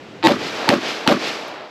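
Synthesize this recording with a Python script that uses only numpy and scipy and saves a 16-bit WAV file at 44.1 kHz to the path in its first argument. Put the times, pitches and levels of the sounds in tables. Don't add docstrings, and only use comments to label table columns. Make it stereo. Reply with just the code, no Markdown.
import sys
import numpy as np
from scipy import signal
from scipy.fft import rfft, irfft, next_fast_len
from scipy.io import wavfile
from scipy.ndimage import uniform_filter1d, map_coordinates

SR = 44100
rng = np.random.default_rng(int(sys.argv[2]) if len(sys.argv) > 2 else 0)


def wav_out(sig):
    wavfile.write(sys.argv[1], SR, np.round(np.clip(np.atleast_2d(sig).T, -1, 1) * 32767).astype(np.int16))


def linear_from_db(decibels):
    return 10 ** (np.asarray(decibels, float) / 20)


N = 74970
LONG = int(.8 * SR)

# [t/s, level/dB, far roll level/dB, buzz lead/s, buzz level/dB]
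SHOTS = [
    (0.2705, 0.5, 1.5, 0.039, 1.5),
    (0.6897, -2, 0.5, 0.02, -5.5),
    (1.0754, 1.5, 0.5, 0.017, -3.5),
]
# [f/Hz, level/dB per Hz]
OLD_COLOUR = [(50, 3), (150, -1), (400, 1.5), (1000, -9), (3000, -12), (5000, -21), (13000, -42.5)]
# [t/s, level/dB]
OLD_FADE = [(0, 0.5), (.26, 1), (.3, -4), (.4, 13.5), (.52, 7.5), (.62, -8), (.7, -30)]
# [t/s, level/dB]
FLICKERS = [(0.2276, -15.5), (0.2316, -11.5)]
# [f/Hz, level/dB]
BUZZ_TONES = [(328.4, -13.5), (516.8, -15.5), (893.6, -14.5)]
# [f/Hz, level/dB]
BUZZ_COMB = [(140, -30), (700, -25), (1300, -31), (4700, -32), (5100, -51), (9000, -47.5), (9300, -53),
             (15500, -63)]
LOW_BUZZ_DB = [0, -9, -12]
WEAK_BUZZ_DB = [4.5, -9.5, -7]
BUZZ_SWELL = [1.2, 2.6, 1.8]
# [f/Hz, level/dB]
HOUSING = [(1050, 1), (1900, -1), (2900, -9), (4100, -5), (6600, -17), (11500, -24)]
# [f/Hz, level/dB]
CAPSULE = [(40, -32), (300, 2.5), (800, 12), (4500, 6.5), (9000, -43), (16000, -57)]
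# [delay t/s, level/dB, spread/s]
NEAR = [(.0040, -12, .0007), (.0078, -17, .001), (.0122, -9, .0007), (.0143, -9, .0008)]
# [f/Hz, level/dB]
BANK = [(40, -43), (300, -2), (700, 4), (3000, 2), (5000, -18.5), (9000, -31), (16000, -29)]
# [delay t/s, f/Hz, level/dB, t60/s]
THUDS = [
    (.0015, 262, -1, .04),
    (0.057, 188, -15.5, 0.093),
    (.15, 271, -28, 0.26),
    (.275, 418, -20, 0.16),
    (.53, 613, -19.5, 0.14),
]
# [f/Hz, likeness 0-1]
REPEATS = [(300, .97), (1000, 0.73), (3000, 0.28), (7000, 0.6)]
# [t/s, level/dB, darkness 0-1]
PIT = [(.016, -26, 0), (.025, -15.5, .2), (.036, -12.5, .2), (.046, -10.5, .4), (.056, -13.5, .6),
       (.068, -18.5, 0.76), (.082, -26.5, .8), (.13, -33.5, 1), (.2, -54.5, 0.4)]
# [f/Hz, level/dB per Hz]
PIT_BRIGHT = [(50, -26), (200, -6.5), (600, 13.5), (1200, -4.5), (1700, -18), (4000, -39), (13000, -101.5)]
# [f/Hz, level/dB per Hz]
PIT_DARK = [(50, -35), (200, 0), (350, -0.5), (700, -52), (1100, -7.5), (4000, -47), (13000, -87.5)]
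# [t/s, level/dB]
CRACKLE = [(.002, -13.5), (.02, -20.5), (.045, -17.5), (.06, -31.5), (.09, -36), (.16, -54), (.3, -90)]
# [f/Hz, level/dB]
LEDGES = [(500, 11.5), (1500, 5), (4000, 2.5), (8000, -18), (13000, -17)]
# [t/s, level/dB]
WOODS = [(.06, -24.5), (.11, -30), (.14, -24.5), (.2, -19.5), (.24, -23.5), (.35, -30.5), (.6, -48.5),
         (.8, -50)]
# [f/Hz, level/dB per Hz]
LEAVES = [(60, -29), (300, 3.5), (800, -6), (2400, 0), (5000, -6), (8000, -21), (13000, -28)]
# [t/s, level/dB]
ROLL = [(.12, -35.5), (.15, -24.5), (.26, -30.5), (.285, -28.5), (.31, -28.5), (.43, -30), (.55, -34),
        (.575, -36), (.8, -70)]
# [f/Hz, level/dB per Hz]
SLOPES = [(50, -32), (150, -16.5), (300, -10), (600, -3), (1200, -9), (4500, -22), (13000, -80)]
# [t/s, level/dB, f/Hz, t60/s]
CASE = (1.482, -37, 11500, .012)
# [f/Hz, level/dB]
MIC = [(30, -23), (90, -2.5), (8000, -3), (9100, -9), (10200, -7.5), (12000, 1.5), (13300, -17),
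       (14500, -42)]
# [t/s, level/dB]
GAIN = [(0, 1), (.27, -0.5), (.4, -3.5), (.5, -5), (.6, 2.5), (.68, 5), (.72, 1.5), (.9, 1), (1.05, 1.5),
        (1.1, -0.5), (1.4, -3), (1.62, -1), (1.7, 2)]
# [f/Hz, level/dB]
RUMBLE_CUT = [(20, -20), (70, -8.5), (140, 1), (8000, -0.5), (9100, -6), (10200, -0.5), (13500, -6.5),
              (15000, -18)]
# [f/Hz, level/dB]
WIDE = [(2500, -50), (5000, -33.5), (10000, -28.5), (11500, -15), (13000, -19), (14000, -40)]


def unit(x):
    return x / np.sqrt(np.mean(x ** 2) + 1e-20)


def along(points, hz):
    f, v = np.transpose(points)
    return np.interp(np.log(hz + 1), np.log(f + 1), v)


def curves(rows, n):
    s, *cols = np.transpose(rows)
    return [np.interp(np.arange(n) / SR, s, c, left=c[0]) for c in cols]


def level(rows, n):
    return linear_from_db(curves(rows, n)[0])


def filtered(x, response):
    n = x.shape[-1]
    m = next_fast_len(n + 8192)
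    return irfft(rfft(x, m) * response(np.fft.rfftfreq(m, 1 / SR)), m)[..., :n]


def causal(x, points):
    cepstrum = irfft(np.log(linear_from_db(along(points, np.fft.rfftfreq(4096, 1 / SR)))))
    cepstrum[1:2048] *= 2
    cepstrum[2049:] = 0
    return signal.fftconvolve(x, irfft(np.exp(rfft(cepstrum))))[:len(x)]


def add(bus, x, s):
    i = round(s * SR)
    bus[i:i + len(x)] += x[:len(bus) - i]


def earlier_fire():
    roll = filtered(rng.standard_normal(N), lambda hz: linear_from_db(along(OLD_COLOUR, hz)))
    return linear_from_db(-37) * unit(roll) * level(OLD_FADE, N)


def flicker(db):
    t = np.arange(400) / SR
    return causal(linear_from_db(db - 60 * t / .009) * rng.standard_normal(400), CAPSULE)


def buzz(lead, db, low_db, weak_db, swell):
    t = np.arange(round(lead * SR)) / SR - lead
    hz, tone_db = np.transpose(BUZZ_TONES)
    phase = 0.1 * rng.random((len(hz), 1))
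    strong = linear_from_db(tone_db + 5 + low_db * (hz < 600)) @ np.cos(2 * np.pi * (hz[:, None] * t + phase))
    spacing_hz = 93.75
    comb = (np.arange(1, 165) + .5) * spacing_hz
    size, turn = rng.standard_normal((2, len(comb)))
    ripple_db = 2.9 * np.cos(2 * np.pi * comb / spacing_hz / 3)
    comb_db = along(BUZZ_COMB, comb) + weak_db + 3.66 * size + ripple_db
    cycles = comb[:, None] * (t + .009) + .08 * turn[:, None]
    weak = linear_from_db(comb_db) @ np.cos(2 * np.pi * cycles)
    rise = np.sin(np.pi * .62 * (1 + t / lead)) ** swell
    return linear_from_db(db) * (strong + weak) * rise * np.clip(-t / 0.001, .3, 1)


def terrain():
    same, fresh = rng.standard_normal(LONG), rng.standard_normal((len(SHOTS), LONG))

    def like(hz):
        return np.clip(along(REPEATS, hz), 0, 1)

    fixed_ground = filtered(same, lambda hz: np.sqrt(like(hz)))
    return fixed_ground + filtered(fresh, lambda hz: np.sqrt(1 - like(hz)))


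def muzzle_crack(grain, t):
    edge_s = .0003
    short = np.clip(t / edge_s, 0, 1) * np.clip((.0017 - t) / edge_s, 0, 1)
    ring = 0
    for hz, db in HOUSING:
        ring = ring + linear_from_db(db) * np.sin(2 * np.pi * (hz * t - .15 + 0.081 * rng.standard_normal()))
    return short * ring + causal(grain * linear_from_db(-4.5) * short, CAPSULE)


def near_surfaces(grain, t):
    bursts = sum(linear_from_db(db) * np.exp(-((t - s) / spread) ** 2) for s, db, spread in NEAR)
    return causal(grain * linear_from_db(6) * bursts, BANK)


def ground_thuds(t):
    thud = 0
    for s, hz, db, t60 in THUDS:
        u = np.clip(t - s, 0, None)
        onset = 1 - np.exp(-u / (0.0035 + 0.058 * s))
        thud = thud + linear_from_db(db - 60 * u / t60) * np.sin(2 * np.pi * hz * u) * onset
    return thud


def blast(grain):
    t = np.arange(LONG) / SR
    return muzzle_crack(grain, t) + near_surfaces(grain, t) + ground_thuds(t)


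def coloured(noise, spectrum, patchy_db, even_s):
    x = unit(filtered(noise, lambda hz: linear_from_db(along(spectrum, hz))))
    power = np.abs(uniform_filter1d(x ** 2, max(int(even_s * SR), 9), axis=-1))
    x = x / np.sqrt(power + 0.032)
    patch_hz = 120
    patches = rng.standard_normal(int(LONG * patch_hz / SR) + 4)
    return x * linear_from_db(patchy_db * map_coordinates(patches, [np.arange(LONG) * patch_hz / SR]))


def ledges():
    hits = rng.random(LONG) < 1900 / SR
    glints = hits * linear_from_db(5 * rng.exponential(size=LONG))
    spikes = terrain() * (0.78 + glints)
    return level(CRACKLE, LONG) * coloured(spikes, LEDGES, patchy_db=2.3, even_s=0.02)


def pit_walls():
    pit_db, dark = curves(PIT, LONG)
    dark = np.clip(dark, 0, 1)
    bright_boom = coloured(terrain(), PIT_BRIGHT, patchy_db=1.5, even_s=.008)
    dark_boom = coloured(terrain(), PIT_DARK, patchy_db=3.8, even_s=0.0116)
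    return linear_from_db(pit_db) * (np.sqrt(1 - dark) * bright_boom + np.sqrt(dark) * dark_boom)


def woods():
    return level(WOODS, LONG) * coloured(terrain(), LEAVES, patchy_db=0.5, even_s=0.015)


def far_slopes():
    roll_db = curves(ROLL, LONG)[0] + np.array(SHOTS)[:, 2:3]
    return linear_from_db(roll_db) * coloured(terrain(), SLOPES, patchy_db=0.5, even_s=0.024)


def echoes():
    start = np.arange(LONG) > .002 * SR
    return start * (ledges() + pit_walls() + woods() + far_slopes())


def spent_case(db, hz, t60):
    t = np.arange(900) / SR
    rough = 1 + 0.79 * rng.standard_normal(900)
    return linear_from_db(db - 60 * t / t60) * np.sin(2 * np.pi * hz * t) * rough


def scene():
    t = np.arange(N) / SR
    out = earlier_fire()
    for s, db in FLICKERS:
        add(out, flicker(db), s)
    tails, grains = echoes(), terrain()
    for k, (s, db, _, lead, buzz_db) in enumerate(SHOTS):
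        one = np.zeros(N)
        add(one, linear_from_db(db) * (blast(grains[k]) + tails[k]), s)
        if k + 1 < len(SHOTS):
            duck_s = 0.0029
            one *= np.clip((SHOTS[k + 1][0] - t) / duck_s, .05, 1)
        add(one, buzz(lead, buzz_db, LOW_BUZZ_DB[k], WEAK_BUZZ_DB[k], BUZZ_SWELL[k]), s - lead)
        out += one
    s, db, hz, t60 = CASE
    add(out, spent_case(db, hz, t60), s)
    return np.array([out, out])


def top_cut(x):
    return signal.sosfilt(signal.butter(12, 16700, fs=SR, output="sos"), x)


def record(dry):
    x = causal(dry[0], MIC) * level(GAIN, N)
    top, hard = 1.0, 8
    x = x / (1 + np.abs(x / top) ** hard) ** (1 / hard)
    x = causal(x, RUMBLE_CUT)
    wander = unit(uniform_filter1d(rng.standard_normal(N), 60))
    side = filtered(x * wander, lambda hz: linear_from_db(along(WIDE, hz)))
    return top_cut(np.array([x + side, x - side]))


dry = scene()
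out = record(dry)
wav_out(out)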